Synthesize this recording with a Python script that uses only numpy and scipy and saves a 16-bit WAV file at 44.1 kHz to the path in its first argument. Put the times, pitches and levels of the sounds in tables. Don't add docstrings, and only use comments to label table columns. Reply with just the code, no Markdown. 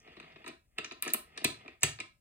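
import sys
import numpy as np
from scipy import signal
from scipy.fft import rfft, irfft, next_fast_len
from scipy.io import wavfile
from scipy.ndimage import uniform_filter1d

SR = 44100
rng = np.random.default_rng(int(sys.argv[2]) if len(sys.argv) > 2 else 0)


def field_ratio(decibels):
    return 10 ** (np.asarray(decibels, dtype=float) / 20)


def wav_out(sig):
    wavfile.write(sys.argv[1], SR, np.round(np.clip(np.atleast_2d(sig).T, -1, 1) * 32767).astype(np.int16))


N = 97328

TICKS = 18
STEEL_CYCLES, CARD_CYCLES, TABLE_CYCLES, BOOM_CYCLES = 17, 26, 14, 13.7
EVEN_HZ, TABLE_EVEN_HZ = 350, 90
LEFT_RIGHT = np.array([[1], [-1]])


def along(table, hz):
    table = np.array(table, float)
    return np.interp(np.log(hz + 1), np.log(table[:, 0] + 1), table[:, 1])


def colour(x, table):
    gain = field_ratio(along(table, np.fft.rfftfreq(x.shape[-1], 1 / SR)))
    y = irfft(rfft(x) * gain, x.shape[-1])
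    return y / np.sqrt(np.mean(y ** 2))


def add(track, sound, s):
    i = int(s * SR)
    track[..., i:i + len(sound)] += sound[:N - i]


def leveller(x, width_hz, n, keep_hz=None):
    power = np.abs(rfft(x, n)) ** 2

    def smooth(hz):
        return uniform_filter1d(power, int(hz * n / SR), mode="mirror") + power.mean() / 1000

    wanted = smooth(keep_hz) if keep_hz else 1
    cepstrum = irfft(.5 * np.log(wanted / smooth(width_hz)), n)
    cepstrum[1:n // 2] *= 2
    cepstrum[n // 2:] = 0
    return np.exp(rfft(cepstrum))


def even(x, width_hz):
    n = 4096
    return irfft(rfft(x, n) * leveller(x, width_hz, n), n)[:n // 2]


def ring(modes, cycles, chance):
    scatter_db, detune, rise_cycles = 2, .018, .8
    hz, db = np.array(modes, float).T[:, :, None]
    t = np.arange(int(SR * cycles / hz.min())) / SR
    strength, pitch = chance[:len(modes), None], chance[-len(modes):, None]
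    fade = np.exp(-np.log(1000) * t * hz / cycles)
    rise = 1 - np.exp(-t * hz / rise_cycles)
    sign = (-1.) ** np.arange(len(hz))[:, None]
    tone = np.sin(2 * np.pi * hz * (1 + detune * pitch) * t)
    wave = np.sum(field_ratio(db + scatter_db * strength) * fade * rise * sign * tone, axis=0)
    return signal.sosfilt(signal.butter(4, hz.min() * .6, "high", fs=SR, output="sos"), wave)


def flurry(length_ms, chance):
    scatter_db, fade_db, swell = 3, 16, 0.36
    when = np.sort(chance[:TICKS])
    when = when - when[0]
    size = field_ratio(-scatter_db * 2 * chance[TICKS:2 * TICKS] - fade_db * when)
    size = size * np.sign(chance[2 * TICKS:] - .5)
    size = size * np.minimum(0.79 + when / swell, 1)
    place = when * length_ms * 2 * SR / 1000
    out = np.zeros(int(place[-1]) + 2)
    np.add.at(out, place.astype(int), size * (1 - place % 1))
    np.add.at(out, place.astype(int) + 1, size * (place % 1))
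    return out / np.sqrt(np.sum(size ** 2))


def floor_noise():
    # pitch in Hz, level in dB per Hz.
    floor_colour = [(12, -47), (25, -19), (69, -9), (492, -39.5), (583, -28), (966, -49), (2240, -51.5),
                    (9410, -42.5), (16500, -47)]
    mid, side = colour(rng.standard_normal((2, N)), floor_colour)
    return field_ratio(-73.5) * (mid + 0.36 * side * LEFT_RIGHT)


def rub():
    # time in seconds, level in dB.
    effort = [(0, -79), (0.074, -68), (.33, -68.5), (.43, -71.5), (.56, -104), (0.759, -87.5), (0.779, -63),
              (.8, -81.5), (1.0, -81), (1.091, -55), (1.13, -92), (1.422, -59), (1.49, -72.5),
              (1.663, -67.5), (1.74, -76), (1.799, -100), (1.83, -50), (2.122, -118.5)]
    # pitch in Hz, level in dB per Hz.
    hiss = [(88, -33.5), (150, -4.5), (354, -6.5), (398, -4.5), (555, -8), (759, -2.5), (1500, -20),
            (2310, -9.5), (16000, -53)]
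    # pitch in Hz, level in dB.
    card_modes = [(1250, -11.5), (1800, -1.5), (2150, -3.5), (2450, 3), (3500, -7), (4300, -8.5)]
    grain_db, trim_db, flicker_db, flicker_s = 2.6, 4.5, 3, .012
    strength = np.minimum(rng.exponential(size=N // 16 + 1), 4)
    grains = rng.standard_normal(N) * field_ratio(grain_db * np.repeat(strength, 16)[:N])
    rung = signal.fftconvolve(grains, ring(card_modes, CARD_CYCLES, np.zeros(18)))[:N]
    sound = colour(grains, hiss) + rung / rung.std()
    k = int(flicker_s * SR)
    flicker = uniform_filter1d(np.repeat(rng.standard_normal(N // k + 1), k)[:N], k)
    level_db = np.interp(np.arange(N) / SR, *np.array(effort).T) + trim_db
    return sound * field_ratio(level_db + flicker_db * flicker)


def snaps():
    # start in seconds, level in dB, brightness in dB per octave, flurry length in ms.
    snap_events = [(.001, -62.5, -35, 17), (.167, -63, -12, 3), (0.201, -51.5, -19, 2.8),
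                   (0.444, -53, -2, 6.2), (0.461, -49, -26, 9), (.477, -31.5, -5.5, 4.4),
                   (0.7832, -30, -6.5, 4), (0.845, -39, -32.5, 2.7), (.858, -52, -15.5, 4),
                   (0.911, -54.5, -9, 3.7), (0.92, -44, -22, 3.9), (1.0241, -15, 5.5, .6),
                   (1.023, -27, 17, 7), (1.038, -36, 6.5, 3.3), (1.05, -41, -17, 3),
                   (1.0775, -24, -12.5, 2.8), (1.091, -37.5, -11, 2.3), (1.102, -33, -5.5, 2.8),
                   (1.1352, -8.5, 9.5, .3), (1.1358, -9, 9, 7.6), (1.375, -31.5, -18, 4.4),
                   (1.4432, -19.5, 10.5, 2.9), (1.445, -12, -13, 3.4), (1.678, -55.5, -20.5, 2.2),
                   (1.69, -64.5, -7.5, 2.4), (1.809, -50.5, -27, 8), (1.82, -48, -37.5, 8),
                   (1.832, -4, -7, 4.56), (2.001, -30.5, -19, 2.55)]
    # pitch in Hz, level in dB.
    steel = [(5500, -15), (6300, -6), (7200, -4.5), (8200, -1.5), (9100, 2.5), (10000, 3.5), (11100, 2),
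             (12600, 1.5), (14000, 0.5), (15500, -10.5)]
    pivot_hz, trim_db = 9570, 0.5
    out = np.zeros(N)
    hz, mode_db = np.array(steel).T
    times = rng.random((len(snap_events), 3 * TICKS))
    tones = rng.standard_normal((len(snap_events), 20))
    for (s, db, tilt_db, ms), u, g in zip(snap_events, times, tones):
        lift = tilt_db * np.log2(hz / pivot_hz)
        lift = lift * np.where(lift < 0, 2.4, 1)
        steel_ring = ring(np.c_[hz, mode_db + lift], STEEL_CYCLES, g)
        ticks = even(flurry(ms, u), EVEN_HZ)
        add(out, field_ratio(db + trim_db) * signal.fftconvolve(ticks, steel_ring), s)
    return out


def knocks():
    # start in seconds, card level in dB, table level in dB, flurry length in ms,
    # brightness in dB per octave.
    knock_events = [(0.075, -47, -51, 13.1, -4.5), (0.167, -43.5, -49, 8.5, -4.5),
                    (0.199, -38.5, -49.5, 3.66, -5), (.228, -47, -57, 5.1, -3), (0.32, -59, -87, 5.8, 5),
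                    (0.359, -45.5, -51, 4.85, -4.5), (0.442, -43, -51.5, 4.96, -9.5),
                    (.463, -36.5, -44, 6.5, -7.5), (0.478, -33.5, -47.5, 3.84, -2.5),
                    (.488, -42.5, -46, 9.9, 2), (0.7805, -34, -37, 7.1, -6),
                    (0.7845, -29, -46.5, 1.5, -4.5), (0.8442, -31, -48.5, 6.03, -3),
                    (0.856, -43.5, -55.5, 5.6, -2.5), (0.9112, -33.5, -47, 3.05, -1),
                    (0.919, -38, -50.5, 6.3, -1), (1.0234, -31, -53, 3.53, -1),
                    (1.031, -35, -63.5, 7.3, -3), (1.04, -41, -52, 5, 2.5), (1.0492, -34, -51.5, 3, -1),
                    (1.089, -43.5, -47, 5.4, 4), (1.06, -33.5, -37, 6.2, -4), (1.069, -34, -42.5, 4.54, -8),
                    (1.078, -32, -42, 4.1, 1), (1.101, -35.5, -48.5, 5, 4.5), (1.1362, -29, -38, 3.4, 4.5),
                    (1.144, -29, -37.5, 2.27, -5), (1.362, -50, -56, 3.9, -4.5), (1.3751, -31, -47, 4.5, 2),
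                    (1.414, -45, -45.5, 6.4, 5), (1.4426, -23.5, -29.5, 2.08, -4.5),
                    (1.4466, -16.5, -39.5, 4.24, 3), (1.648, -58.5, -46.5, 5, -2.5),
                    (1.66, -46.5, -53.5, 3, -9.5), (1.6802, -42.5, -50, 2.07, -4),
                    (1.821, -42.5, -51.5, 5.1, 3), (1.8322, -13.5, -32, 4, -1.5),
                    (1.988, -36.5, -48, 4.56, -3.5), (2.001, -30, -46, 5.16, -1)]
    # pitch in Hz, level in dB.
    card_modes = [(1020, -14), (1300, -13), (1800, -8), (2410, 0.5), (2880, -4), (3300, -7), (3850, -0.5),
                  (4500, -4), (5200, -5)]
    # pitch in Hz, level in dB.
    table_modes = [(150, -17), (225, -4.5), (285, -1), (340, 4), (425, -2), (530, -4), (650, 3), (800, 1)]
    pivot_hz, card_top_hz, card_trim_db, table_late_ms = 2400, 6800, 2, 1.8
    apart = 0.67
    out = np.zeros((2, N))
    soft = signal.butter(2, card_top_hz, fs=SR, output="sos")
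    times = rng.random((len(knock_events), 3, 3 * TICKS))
    tones = rng.standard_normal((len(knock_events), 2, 18))
    hz, mode_db = np.array(card_modes, float).T
    for (s, db, table_db, ms, tilt_db), u, g in zip(knock_events, times, tones):
        modes = np.c_[hz, mode_db + tilt_db * np.log2(hz / pivot_hz)]
        card = field_ratio(db + card_trim_db) * signal.sosfilt(soft, ring(modes, CARD_CYCLES, g[0]))
        for port in range(2):
            contacts = np.zeros(2048)
            add(contacts, flurry(ms, u[0]), 0)
            add(contacts, apart * flurry(ms, u[1 + port]), 0)
            add(out[port], signal.fftconvolve(even(contacts, EVEN_HZ), card), s)
        table = field_ratio(table_db) * ring(table_modes, TABLE_CYCLES, g[1])
        contacts = even(flurry(ms, u[0]), TABLE_EVEN_HZ)
        add(out, signal.fftconvolve(contacts, table), s + table_late_ms / 1000)
    return out


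def booms():
    # start in seconds, level in dB.
    blows = [
        (.335, -52),
        (0.486, -50.5),
        (0.783, -45.5),
        (1.073, -58),
        (1.443, -29.5),
        (1.68, -85.5),
        (1.83, -22.5),
    ]
    # pitch in Hz, level in dB.
    low_modes = [(66, -16.5), (108, -4.5), (142, 1.5)]
    push_ms = 3.31
    out, push = np.zeros(N), np.hanning(int(push_ms * SR / 500))
    boom = np.convolve(push / push.sum(), ring(low_modes, BOOM_CYCLES, np.zeros(4)))
    for s, db in blows:
        add(out, field_ratio(db) * boom, s)
    return out


def pings():
    # start in seconds, pitch in Hz, level in dB, cycles rung to -60 dB.
    ping_events = [(0.784, 2690, -18.5, 30), (.784, 3700, -28, 30), (0.846, 2810, -37, 33),
                   (1.0805, 1770, -29, 30.5), (1.3747, 1790, -35.5, 33), (1.446, 1740, -34.5, 21.5),
                   (1.447, 8740, -18, 66.5), (1.6795, 2484, -32, 28.5), (1.682, 340, -44.5, 13),
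                   (1.835, 2356, -17, 28.5), (1.831, 7940, -11, 69.5), (1.833, 330, -30.5, 15),
                   (1.833, 820, -29, 21.5), (2.002, 2700, -27, 28)]
    push_ms = 1.5
    out, push = np.zeros(N), np.hanning(int(push_ms * SR / 1000))
    half = len(push) // 2
    for s, hz, db, cycles in ping_events:
        tone = ring([(hz, db)], cycles, np.zeros(2))
        tone[:half] *= push[:half]
        add(out, tone, s)
    return out


def room(x):
    # pitch in Hz, time to fade 60 dB in seconds, level in dB, left-right likeness from 0 to 1.
    bands = [(120, 0.43, -5.5, .99), (300, 0.19, -4, 0.7), (698, 0.24, -4, 1), (1500, 0.26, 0.5, 0.7),
             (2400, 0.23, -4.5, 0), (3400, 0.23, -0.5, 0.1), (5030, .27, -3.5, 0.1), (6200, 0.23, -5, 1),
             (10000, 0.19, -9, 1), (15000, 0.18, -14, 1)]
    rise_ms, even_hz, keep_hz = 1.2, 30, 300
    n = SR // 2
    t, hz = np.arange(n) / SR, np.fft.rfftfreq(n, 1 / SR)
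    mid, side = rfft(rng.standard_normal((2, n)))
    tail = np.zeros((2, n))
    for k, (_, t60, db, like) in enumerate(bands):
        share = along([(row[0], 1. * (j == k)) for j, row in enumerate(bands)], hz)
        pair = np.sqrt(1 + like) * mid + np.sqrt(1 - like) * side * LEFT_RIGHT
        level = field_ratio(db) * np.sqrt(np.log(1000) / t60 / SR)
        tail += level * irfft(pair * share, n) * np.exp(-np.log(1000) * t / t60)
    tail = tail * (1 - np.exp(-t * 1000 / rise_ms))
    tail = np.array([irfft(rfft(v) * leveller(v, even_hz, n, keep_hz), n) for v in tail])
    return signal.fftconvolve(x[None], tail, axes=1)[:, :N]


def scene():
    near = snaps() + knocks() + booms() + pings() + rub()
    return near + room(near.mean(axis=0)) + floor_noise()


def top_cut(x):
    return signal.sosfilt(signal.butter(12, 17160, fs=SR, output="sos"), x)


def record(dry):
    # pitch in Hz, radians the left port leads (a plain 0.15 ms lag in the treble).
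    port_phase = [(0, 0), (400, -.4), (750, -2.1), (1700, -1.5), (2500, 0), (3300, -2.6), (4300, -3.2),
                  (5500, -2.76), (22050, 13)]
    # pitch in Hz, left minus right in dB.
    port_db = [(60, 2.5), (300, 4), (700, 2), (1400, -1), (5000, 0.5), (12000, 0)]
    low_cut_hz, top_hz = 6, 16300
    n = next_fast_len(N + 4096)
    hz = np.fft.rfftfreq(n, 1 / SR)
    phase = np.interp(hz, *np.array(port_phase).T)
    half = field_ratio(along(port_db, hz) / 2) * np.exp(.5j * phase)
    ends = hz ** 2 / (hz ** 2 + low_cut_hz ** 2) / (1 + (hz / top_hz) ** 60)
    ports = irfft(rfft(dry, n) * ends * np.array([half, 1 / half]), n)[:, :N]
    return top_cut(ports)


dry = scene()
out = record(dry)
wav_out(out)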